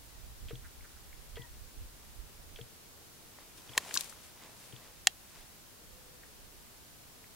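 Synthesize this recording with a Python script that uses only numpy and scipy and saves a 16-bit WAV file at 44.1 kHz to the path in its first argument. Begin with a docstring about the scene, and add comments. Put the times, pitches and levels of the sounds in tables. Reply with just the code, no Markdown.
"""Quiet marsh, handling close by

Far off: ducks quack, a waterbird cries (harmonics sagging in pitch), a hoot arches, dry ticks, a low drone.
At the microphone: air and hiss as steady coloured noise, a breeze as low noise with eddies and gusts.
Near: five camera button presses, made of spring ticks, rubbing noise, knocks and a body thud.
Close: a sleeve rustles as noise strokes, a buckle clacks and rattles as struck modes and scrapes,
and a plastic catch slides, then snaps shut as a ring and a crack."""
import sys
import numpy as np
from scipy import signal
from scipy.fft import rfft, irfft
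from scipy.io import wavfile

SR = 44100
rng = np.random.default_rng(int(sys.argv[2]) if len(sys.argv) > 2 else 0)


def generate_wav(sig):
    """Save sig (samples, or channels by samples) to the path in sys.argv[1] as 16-bit PCM at SR."""
    pcm = np.round(np.clip(np.atleast_2d(sig).T, -1, 1) * 32767).astype(np.int16)
    wavfile.write(sys.argv[1], SR, pcm)


N = 324311
TIME = np.arange(N) / SR  # the whole scene, s
AGE = np.arange(8192) / SR  # time since the start of one short sound, s


def gain_of(db):
    """Amplitude factor for a level in dB."""
    return 10 ** (np.asarray(db) / 20)


def evened(x):
    """Scaled to rms 1."""
    return x / np.sqrt(np.mean(x ** 2) + 1e-20)


def unit(x):
    """Scaled to energy 1 in each channel."""
    return x / np.sqrt(np.sum(x ** 2, axis=-1, keepdims=True) + 1e-20)


def read(points, hz):
    """A spectrum table joined by straight lines over log frequency."""
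    f, value = np.transpose(points)
    return np.interp(np.log(hz + 1), np.log(f + 1), value)


def add(mix, s, sound):
    """Mixes a sound in at time s."""
    part = mix[:, round(s * SR):][:, :sound.shape[-1]]
    part += sound[..., :part.shape[1]]


def sides(pan_db):
    """Left and right gains for a left-minus-right level difference."""
    gains = gain_of(np.array([[.5], [-.5]]) * pan_db)
    return gains / np.sqrt(np.mean(gains ** 2, axis=0))


def highpass(x, hz):
    """Second-order bass cut."""
    return signal.sosfilt(signal.butter(2, hz, "high", fs=SR, output="sos"), x)


def dying(t, t60):
    """Exponential decay by 60 dB in t60 seconds."""
    return np.exp(-np.log(1000) * t / t60)


def partly_alike(a, b, same):
    """Two channel spectra that share the fraction same, from -1 to 1."""
    return np.array([a, same * a + np.sqrt(1 - same ** 2) * b])


def noise(spectrum, same, pan_db=0):
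    """Two channels of coloured, partly alike noise of rms 1."""
    a, b = rfft(rng.standard_normal((2, N)))
    pair = partly_alike(a, b, same) * sides(pan_db)
    colour = gain_of(read(spectrum, np.fft.rfftfreq(N, 1 / SR)))
    return evened(irfft(pair * colour, N))


def wobble(per_s, size=N):
    """A smooth random curve of rms 1, lowpassed at per_s Hz."""
    lowpass = signal.butter(2, per_s, fs=SR, output="sos")
    settled = signal.sosfilt(lowpass, rng.standard_normal(size + SR))[SR:]
    return evened(settled)


def coloured(x, hz, octaves):
    """A causal (minimum-phase) bell-shaped filter around hz."""
    f = abs(np.fft.fftfreq(x.shape[-1], 1 / SR)) + 1
    log_gain = np.maximum(-.5 * (np.log2(f / hz) / octaves) ** 2, -np.log(1000))  # floor at -60 dB
    response = np.exp(np.conj(signal.hilbert(log_gain)))
    return np.fft.ifft(np.fft.fft(x) * response).real


def mode(hz, t60, rise, delay=0):
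    """One dying vibration that builds up over rise seconds."""
    t = np.maximum(AGE - delay, 0)
    return np.sin(2 * np.pi * hz * t) * (1 - np.exp(-t / rise)) * dying(t, t60)


def ring(modes, travel, low_hz, build_cycles=0.77):
    """Modes of a struck part, each built up over build_cycles; bending waves carry the high ones fastest."""
    top = max(m[0] for m in modes)
    body = 0
    for k, (hz, db, t60) in enumerate(modes):
        delay = travel * (np.sqrt(top / hz) - 1)
        body = body + (-1) ** k * gain_of(db) * mode(hz, t60, build_cycles / hz, delay)
    return unit(highpass(body, low_hz))


def burst(t60, low_hz=600, apart_hz=8000):
    """A dying scrape of noise, unlike at the two ports in the treble; small parts radiate no bass."""
    a, b = rfft(rng.standard_normal((2, len(AGE))))
    same = np.exp(-(np.fft.rfftfreq(len(AGE), 1 / SR) / apart_hz) ** 2)
    pair = irfft(partly_alike(a, b, same))
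    return highpass(pair * (1 - np.exp(-AGE / 0.00049)) * dying(AGE, t60), low_hz)


def scatter(x, t60, hz, octaves):
    """Diffuse echoes from the surroundings: convolution with dying coloured noise."""
    t = np.arange(SR) / SR
    tail = rng.standard_normal((2, SR)) * (1 - np.exp(-t / 0.0067)) * dying(t, t60)
    return signal.fftconvolve(x, unit(coloured(tail, hz, octaves)), axes=1)[:, :N]


# still air and microphone hiss, relative spectrum: f/Hz, level/dB per Hz
AIR_SPECTRUM = [(12, -38), (20, -5), (42, -13), (85, -5.5), (113, -7), (167, -9), (240, -11), (386, -13),
                (496, -14.5), (637, -15), (1080, -16.5), (2120, -19), (4500, -18.5), (15800, -21)]
# likeness of the hiss at the two ports: f/Hz, correlation (0-1)
AIR_LIKENESS = [(40, 0), (150, 0.33), (400, 0.1), (1000, 0.14), (2500, 0.13), (6000, 0.0029), (15000, 0)]
# balance of the hiss: f/Hz, left minus right level/dB
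AIR_BALANCE = [(40, -0.91), (150, 1), (1000, 0.98), (5000, -0.12), (15000, 0.12)]
# far drone over the open land, before its waver: t/s, level/dB
DRONE_SWELL = [(0, -80), (1.6, -76), (2.1, -75), (2.8, -70.5), (3.3, -69), (3.7, -74), (5.5, -76),
               (6.4, -71), (7.35, -73.5)]
# relative spectrum of the drone: f/Hz, level/dB per Hz
DRONE_SPECTRUM = [(100, -39), (300, -5), (440, -2.5), (560, -7), (900, -17), (3000, -59)]
HISS_DB = -54.58


def air(waver_db=2):
    """Steady wash and microphone hiss, with a far drone that swells, fades and wavers."""
    hz = np.fft.rfftfreq(N, 1 / SR)
    hiss = gain_of(HISS_DB) * noise(AIR_SPECTRUM, read(AIR_LIKENESS, hz), read(AIR_BALANCE, hz))
    swell_db = np.interp(TIME, *np.transpose(DRONE_SWELL)) + waver_db * wobble(7.1)
    return hiss + gain_of(swell_db) * noise(DRONE_SPECTRUM, 0.58)


# breeze on the microphone dropping to a lull, before eddies and gusts: t/s, level/dB
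BREEZE_STRENGTH = [(0, -54), (.5, -52), (.92, -56), (1.3, -53), (2.0, -61), (2.6, -54.5), (2.76, -68.5),
                   (5.6, -69), (6.1, -62.5), (7.35, -70)]
# relative spectrum of the buffeting: f/Hz, level/dB per Hz
BUFFET_SPECTRUM = [(12, -12.5), (25, 0), (50, -1.5), (80, -7), (130, -19.5), (250, -32.5), (600, -41),
                   (2000, -83)]
# single gusts above the breeze: peak t/s, peak level/dB, left minus right level/dB
GUST_PEAKS = [(.45, -43, -9), (1.36, -48, -12), (1.64, -50, -19), (1.82, -43, -6), (2.2, -46, -11),
              (5.41, -62, -9), (5.95, -55.5, -16), (6.43, -60, -8)]
BREEZE_PAN_DB, GUST_S = -3, 0.037  # left minus right; time from a gust's peak to 1/e of its power


def breeze(lump_db=3.0, lumps_per_s=6.8, shared=0.27):
    """Eddies buffet each port, partly in step; single gusts add their power."""
    both, left, right = (wobble(lumps_per_s) for _ in range(3))
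    eddies = np.sqrt(shared) * both + np.sqrt(1 - shared) * np.array([left, right])
    level_db = np.interp(TIME, *np.transpose(BREEZE_STRENGTH)) + lump_db * eddies
    power = (gain_of(level_db) * sides(BREEZE_PAN_DB)) ** 2
    for s, db, pan_db in GUST_PEAKS:
        power = power + (gain_of(db) * sides(pan_db)) ** 2 * np.exp(-((TIME - s) / GUST_S) ** 2)
    return np.sqrt(power) * noise(BUFFET_SPECTRUM, 0.11)


def tick(hz, t60, grit_db=-6, grit_hz=3050):
    """A small spring rings with a little grit; energy 1."""
    grit = unit(coloured(burst(2 * t60)[0], grit_hz, octaves=0.33))
    return unit(unit(mode(hz, t60, rise=0.00036)) + gain_of(grit_db) * grit)


# camera button presses: t/s, held/s, tick energy level/dB, firmness (0-1), body gives after/s, thud level/dB
BUTTON_PRESSES = [(.484, 0.071, -27.5, 0.82, 0.045, -11.5), (1.357, 0.063, -27.5, 0.7, 0.035, -16),
                  (2.5595, .0535, -25.5, 0.55, .05, -17), (3.6927, 0.042, -26.5, 0.06, .004, -22.5),
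                  (4.7252, 0.038, -28.5, .1, 0.0068, -17.5)]
# modes of the button hitting bottom: f/Hz, relative level/dB, t60/s
BOTTOM_MODES = [(418, 0, 0.049), (467, -2, 0.14), (617, -5, 0.024)]
# modes of the camera body: f/Hz, relative level/dB, t60/s
BODY_MODES = [(123, 1, 0.18), (205, -12, 0.077), (313, -5, 0.052)]
SPRING_DOWN, SPRING_UP = (3220, .018), (3310, 0.0091)  # ring f/Hz, t60/s
CHATTER_S = .012  # the spring ticks again this long after the press
# energy levels at full firmness, and how far the bottom can come before the body gives
BOTTOM_DB, BOTTOM_LEAD_S, CLACK_DB = -15, .023, -24.5
SEAT_DB, SEAT_HZ, SEAT_T60_S = -24, 2760, 0.13  # the button rubs in its seat


def button(uneven_db=5):
    """A press ticks the spring down and up and thuds the body; firmness adds chatter, rubbing and a knock."""
    out = np.zeros((2, N))
    for s, held, db, firm, gives, thud_db in BUTTON_PRESSES:
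        add(out, s, gain_of(db) * tick(*SPRING_DOWN))
        add(out, s + CHATTER_S, firm * gain_of(db) * tick(*SPRING_DOWN))
        add(out, s + held, gain_of(db) * tick(*SPRING_UP))
        slips = burst(SEAT_T60_S)[0] * gain_of(uneven_db * wobble(370, size=len(AGE)))
        add(out, s, firm * gain_of(SEAT_DB) * unit(coloured(slips, SEAT_HZ, octaves=0.57)))
        clack = gain_of(CLACK_DB) * unit(coloured(burst(0.04)[0], 1350, octaves=1.0))
        knock = gain_of(BOTTOM_DB) * ring(BOTTOM_MODES, travel=0, low_hz=150, build_cycles=.4) * sides(5.0)
        add(out, s + max(gives - BOTTOM_LEAD_S, 0), firm * (clack + knock))
        thud = ring(BODY_MODES, travel=0, low_hz=40, build_cycles=0.11) * sides(15.0)
        add(out, s + gives, gain_of(thud_db) * thud)
    return out


def quack(length, db, pitch_hz, throat_hz, rough=0.3, throat_octaves=0.29):
    """Jittery pulses, falling in pitch, and puffs of air pass the throat of a duck."""
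    hz = pitch_hz * (1 - .1 * AGE / length + 0.041 * wobble(170, size=len(AGE)))
    turns = np.cumsum(hz) / SR
    pulses = evened(sum(np.cos(2 * np.pi * k * turns) for k in range(1, 18)))
    puffs = evened(np.exp(-(turns % 1) / 0.32) * rng.standard_normal(len(AGE)))
    voice = evened(coloured((1 - rough) * pulses + rough * puffs, throat_hz, throat_octaves))
    swell = np.sqrt(np.sin(np.pi * np.minimum(AGE / length, 1)).clip(0))
    return gain_of(db) * voice * swell


def clear_call(length, db, pitch_hz, partials, jitter, sag_hz_per_s=0, arch_hz=0, flutter_db=0.5):
    """A few harmonics swell and fade as their pitch sags or arches; the long path makes them flutter."""
    t = np.arange(0, length, 1 / SR)
    arch = np.sin(np.pi * t / length).clip(0)
    hz = pitch_hz - sag_hz_per_s * t + arch_hz * arch
    turns = np.cumsum(hz * (1 + jitter * wobble(80)[:len(t)])) / SR
    voice = sum(gain_of(level) * np.sin(2 * np.pi * k * turns) for k, level in partials)
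    fluttering = voice * gain_of(flutter_db * wobble(25)[:len(t)])
    return gain_of(db) * evened(fluttering) * arch ** 0.4


# far duck quacks: t/s, length/s, level/dB before the swell, starting pitch f/Hz, throat f/Hz
DUCK_QUACKS = [(.640, 0.03, -56, 216, 1630), (0.836, 0.029, -57, 205, 1560), (0.9, 0.013, -67, 216, 1540),
               (0.962, 0.014, -61.5, 222, 1450)]
# faint dry ticks out in the marsh: t/s, energy level/dB, centre f/Hz, t60/s
MARSH_TICKS = [(.807, -36, 2050, .02), (1.127, -32, 2010, 0.027), (6.232, -30.5, 1820, 0.025),
               (7.24, -32.5, 2060, 0.023)]
# two notes of a waterbird: t/s, length/s, level/dB before the swell, starting pitch f/Hz
CRY_NOTES = [(1.364, 0.029, -55, 995), (1.394, 0.068, -58.5, 996)]
# harmonics of the cry: multiple of the pitch, relative level/dB
CRY_HARMONICS = [(1, -6), (2, 1)]
# one far hoot: t/s, length/s, level/dB before the swell, starting pitch f/Hz
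FAR_HOOT = (5.75, .55, -68, 452)
# harmonics of the hoot: multiple of the pitch, relative level/dB
HOOT_HARMONICS = [(1, 0), (2, -11)]
CRY_SAG_HZ_PER_S, HOOT_ARCH_HZ = 750, 60


def birds(echo_db=-14):
    """Far voices and ticks with a faint diffuse echo from the reeds."""
    out = np.zeros((2, N))
    for s, *call in DUCK_QUACKS:
        add(out, s, quack(*call) * sides(-8))
    for s, db, hz, t60 in MARSH_TICKS:
        add(out, s, gain_of(db) * unit(coloured(burst(t60)[0], hz, octaves=0.24)))
    for s, *note in CRY_NOTES:
        cry = clear_call(*note, CRY_HARMONICS, jitter=0.019, sag_hz_per_s=CRY_SAG_HZ_PER_S)
        add(out, s, cry * sides(3.8))
    s, *note = FAR_HOOT
    hoot = clear_call(*note, HOOT_HARMONICS, jitter=0.011, arch_hz=HOOT_ARCH_HZ, flutter_db=3.5)
    add(out, s, hoot * sides(11.0))
    return out + gain_of(echo_db) * scatter(out, t60=0.27, hz=1500, octaves=2.3)


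# sleeve strokes close by: fastest at t/s, rise/s, peak rub level/dB, peak swish level/dB
SLEEVE_STROKES = [(3.4, 0.12, -65, -80), (3.58, 0.019, -62, -54.5), (3.88, 0.17, -50.5, -52.5),
                  (3.989, 0.059, -62, -43.5), (4.25, 0.031, -64, -55), (4.44, 0.068, -55.5, -66.5),
                  (4.64, 0.12, -64, -58), (4.83, 0.092, -59.5, -70), (5.37, 0.1, -60.5, -62)]
# dull rub of the cloth, relative spectrum: f/Hz, level/dB per Hz
RUB_SPECTRUM = [(100, -8), (200, -3), (350, -1.5), (700, 0), (1000, 0.5), (1400, -4.5), (2200, -4.5),
                (4000, -10), (8000, -15), (16000, -38)]
# bright swish of the cloth, relative spectrum: f/Hz, level/dB per Hz
SWISH_SPECTRUM = [(500, -26), (2500, -5), (4500, -6.5), (9000, -4.5), (11500, -10), (16000, -19)]
SLOWING = 1.23  # a stroke dies away this many times more slowly than it rises


def sleeve(grain_db=1.5, snags_per_s=90, snag_db=-7):
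    """Cloth slides in strokes of small uneven slips: a dull rub, a bright swish, threads that snag and let go."""
    s, rise, rub_db, swish_db = np.transpose(SLEEVE_STROKES)[:, :, None]
    speed = np.exp(-np.maximum(s - TIME, (TIME - s) / SLOWING) / rise)
    rub, swish = (np.linalg.norm(gain_of(db) * speed, axis=0) for db in (rub_db, swish_db))
    slips = evened(gain_of(grain_db * wobble(110)))
    snag_gains = gain_of(5.5 * np.minimum(rng.exponential(1, N), 2.5))
    snags = (rng.random(N) < snags_per_s / SR) * snag_gains
    thread = coloured(burst(.008), 2100, octaves=1.2)
    crackle = evened(signal.oaconvolve(snags[None], thread, axes=1)[:, :N])
    rubbing = rub * (slips * noise(RUB_SPECTRUM, 0.94) + gain_of(snag_db) * crackle)
    return rubbing + swish * slips * noise(SWISH_SPECTRUM, 0.18, 3.7)


# blows on the buckle: t/s, energy level/dB without the thump, centre f/Hz, spread/octaves, scrape t60/s
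BUCKLE_BLOWS = [(3.386, -28.5, 895, 0.75, 0.0067), (3.75, -26, 1200, 0.71, 0.024),
                (3.7687, -17.5, 540, 0.41, 0.017), (3.7726, -20, 2000, 2.5, 0.023),
                (3.7771, 4.5, 3780, 2.3, 0.026), (3.894, -25, 7000, 1.1, 0.057),
                (3.9094, -18, 2200, 0.5, .008), (3.9404, -4.5, 9000, 1.04, 0.069),
                (3.953, -6, 6500, .9, 0.055), (3.962, -11.5, 1320, 0.34, .024),
                (3.973, 0, 5100, 0.53, 0.015), (4.008, -9, 7050, 1, 0.014), (4.0426, -22, 8000, 1.1, 0.016),
                (4.0957, -21.5, 8000, 0.64, 0.055), (4.124, -29, 1490, 0.59, .017)]
# modes of the buckle before each blow's colour: f/Hz, relative level/dB, t60/s
BUCKLE_MODES = [(414, -3, 0.018), (1050, 2.5, 0.017), (1806, 7.5, 0.012), (2270, -7, 0.018),
                (2680, -6, 0.02), (3150, -6, 0.015), (3675, -6, 0.012), (4150, -1, 0.014), (4620, -7, .01),
                (5110, -6.5, 0.01), (6150, -4, 0.015), (6740, 0, 0.0058), (7120, -6, .009),
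                (8000, -1.5, 0.0088), (9680, -3.5, 0.02), (12900, -15, 0.0087)]
# the buckle swings from near the middle to the left: t/s, left minus right level/dB
BUCKLE_SWING = [(3.8, 1.1), (3.9, .5), (3.94, 5.5)]
RING_FROM_DB = -1  # light blows mostly scrape; those above this level mostly ring
THUMP, THUMP_DB = (280, 0.012), -27  # each blow also thumps the strap: (f/Hz, t60/s), dB relative to the blow
PORT_LAG_S_PER_DB = 1 / 150000  # the left port lags more with every dB of leftward level difference


def buckle():
    """Each blow rings the buckle and scrapes it; blows off to one side reach the two ports out of step."""
    out = np.zeros((2, N))
    body = ring(BUCKLE_MODES, travel=0.00047, low_hz=280)
    thump = gain_of(THUMP_DB) * unit(mode(*THUMP, rise=0.0009))
    bins = np.fft.rfftfreq(len(AGE), 1 / SR)
    for s, db, hz, octaves, t60 in BUCKLE_BLOWS:
        scrape_share = 1 / (1 + gain_of(db - RING_FROM_DB) ** 2)  # of the energy
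        pan_db = np.interp(s, *np.transpose(BUCKLE_SWING))
        rough = coloured(burst(t60, low_hz=350), 3200, octaves=3.3)
        scrape = np.sqrt(scrape_share) * unit(coloured(rough, hz, octaves))
        ringing = np.sqrt(1 - scrape_share) * unit(coloured(body, hz, octaves))
        blow = ringing + scrape + thump
        lag = np.array([[1], [0]]) * PORT_LAG_S_PER_DB * max(pan_db, 0)
        lagged = irfft(rfft(blow) * np.exp(-2j * np.pi * bins * lag))
        add(out, s, gain_of(db) * lagged * sides(pan_db))
    return out


# modes of the plastic catch: f/Hz, relative level/dB, t60/s
CATCH_MODES = [(760, -8.5, 0.027), (1130, -12.5, .008), (1854, -2.5, 0.02), (2260, -3, 0.01),
               (2666, -1, 0.012), (2790, 5, 0.0096), (3270, -3, 0.02), (3970, -0.5, 0.01),
               (4600, -9, 0.0059), (4900, -4.5, 0.011), (5660, -4.5, 0.016), (6550, -4, 0.013),
               (7200, 3, 0.0094), (8000, -11, 0.0074), (8900, -7, 0.014), (9800, -10, .009),
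               (11000, -17, 0.01)]
SNAP_S, SNAP_DB = 5.0708, 8  # time, energy level of the ring


def catch(crack_db=-9.0, slide_db=-21, slide_s=.0007):
    """The catch slides over its lip, then snaps home and rings briefly; crack and slide are relative to the ring."""
    out = np.zeros((2, N))
    slide = unit(coloured(burst(.005), 5800, octaves=0.86))
    add(out, SNAP_S - slide_s, gain_of(slide_db) * slide)
    crack = unit(coloured(burst(0.019, low_hz=900), 3600, octaves=1.4))
    add(out, SNAP_S, ring(CATCH_MODES, travel=0.00026, low_hz=600) + gain_of(crack_db) * crack)
    return gain_of(SNAP_DB) * out


def scene(ground_db=-32):
    """Marsh, breeze and handling together; buckle and catch also scatter faintly off the ground."""
    near = buckle() + catch()
    ground = gain_of(ground_db) * scatter(near, t60=0.083, hz=3620, octaves=0.81)
    return air() + breeze() + button() + birds() + sleeve() + near + ground


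EDGE_HZ = 15850


def record(dry):
    """The band limit of the recorder: a steep lowpass at EDGE_HZ."""
    lowpass = signal.firwin(511, EDGE_HZ, window=("kaiser", 9), fs=SR)
    return signal.oaconvolve(dry, lowpass[None], "same")


dry = scene()
out = record(dry)
generate_wav(out)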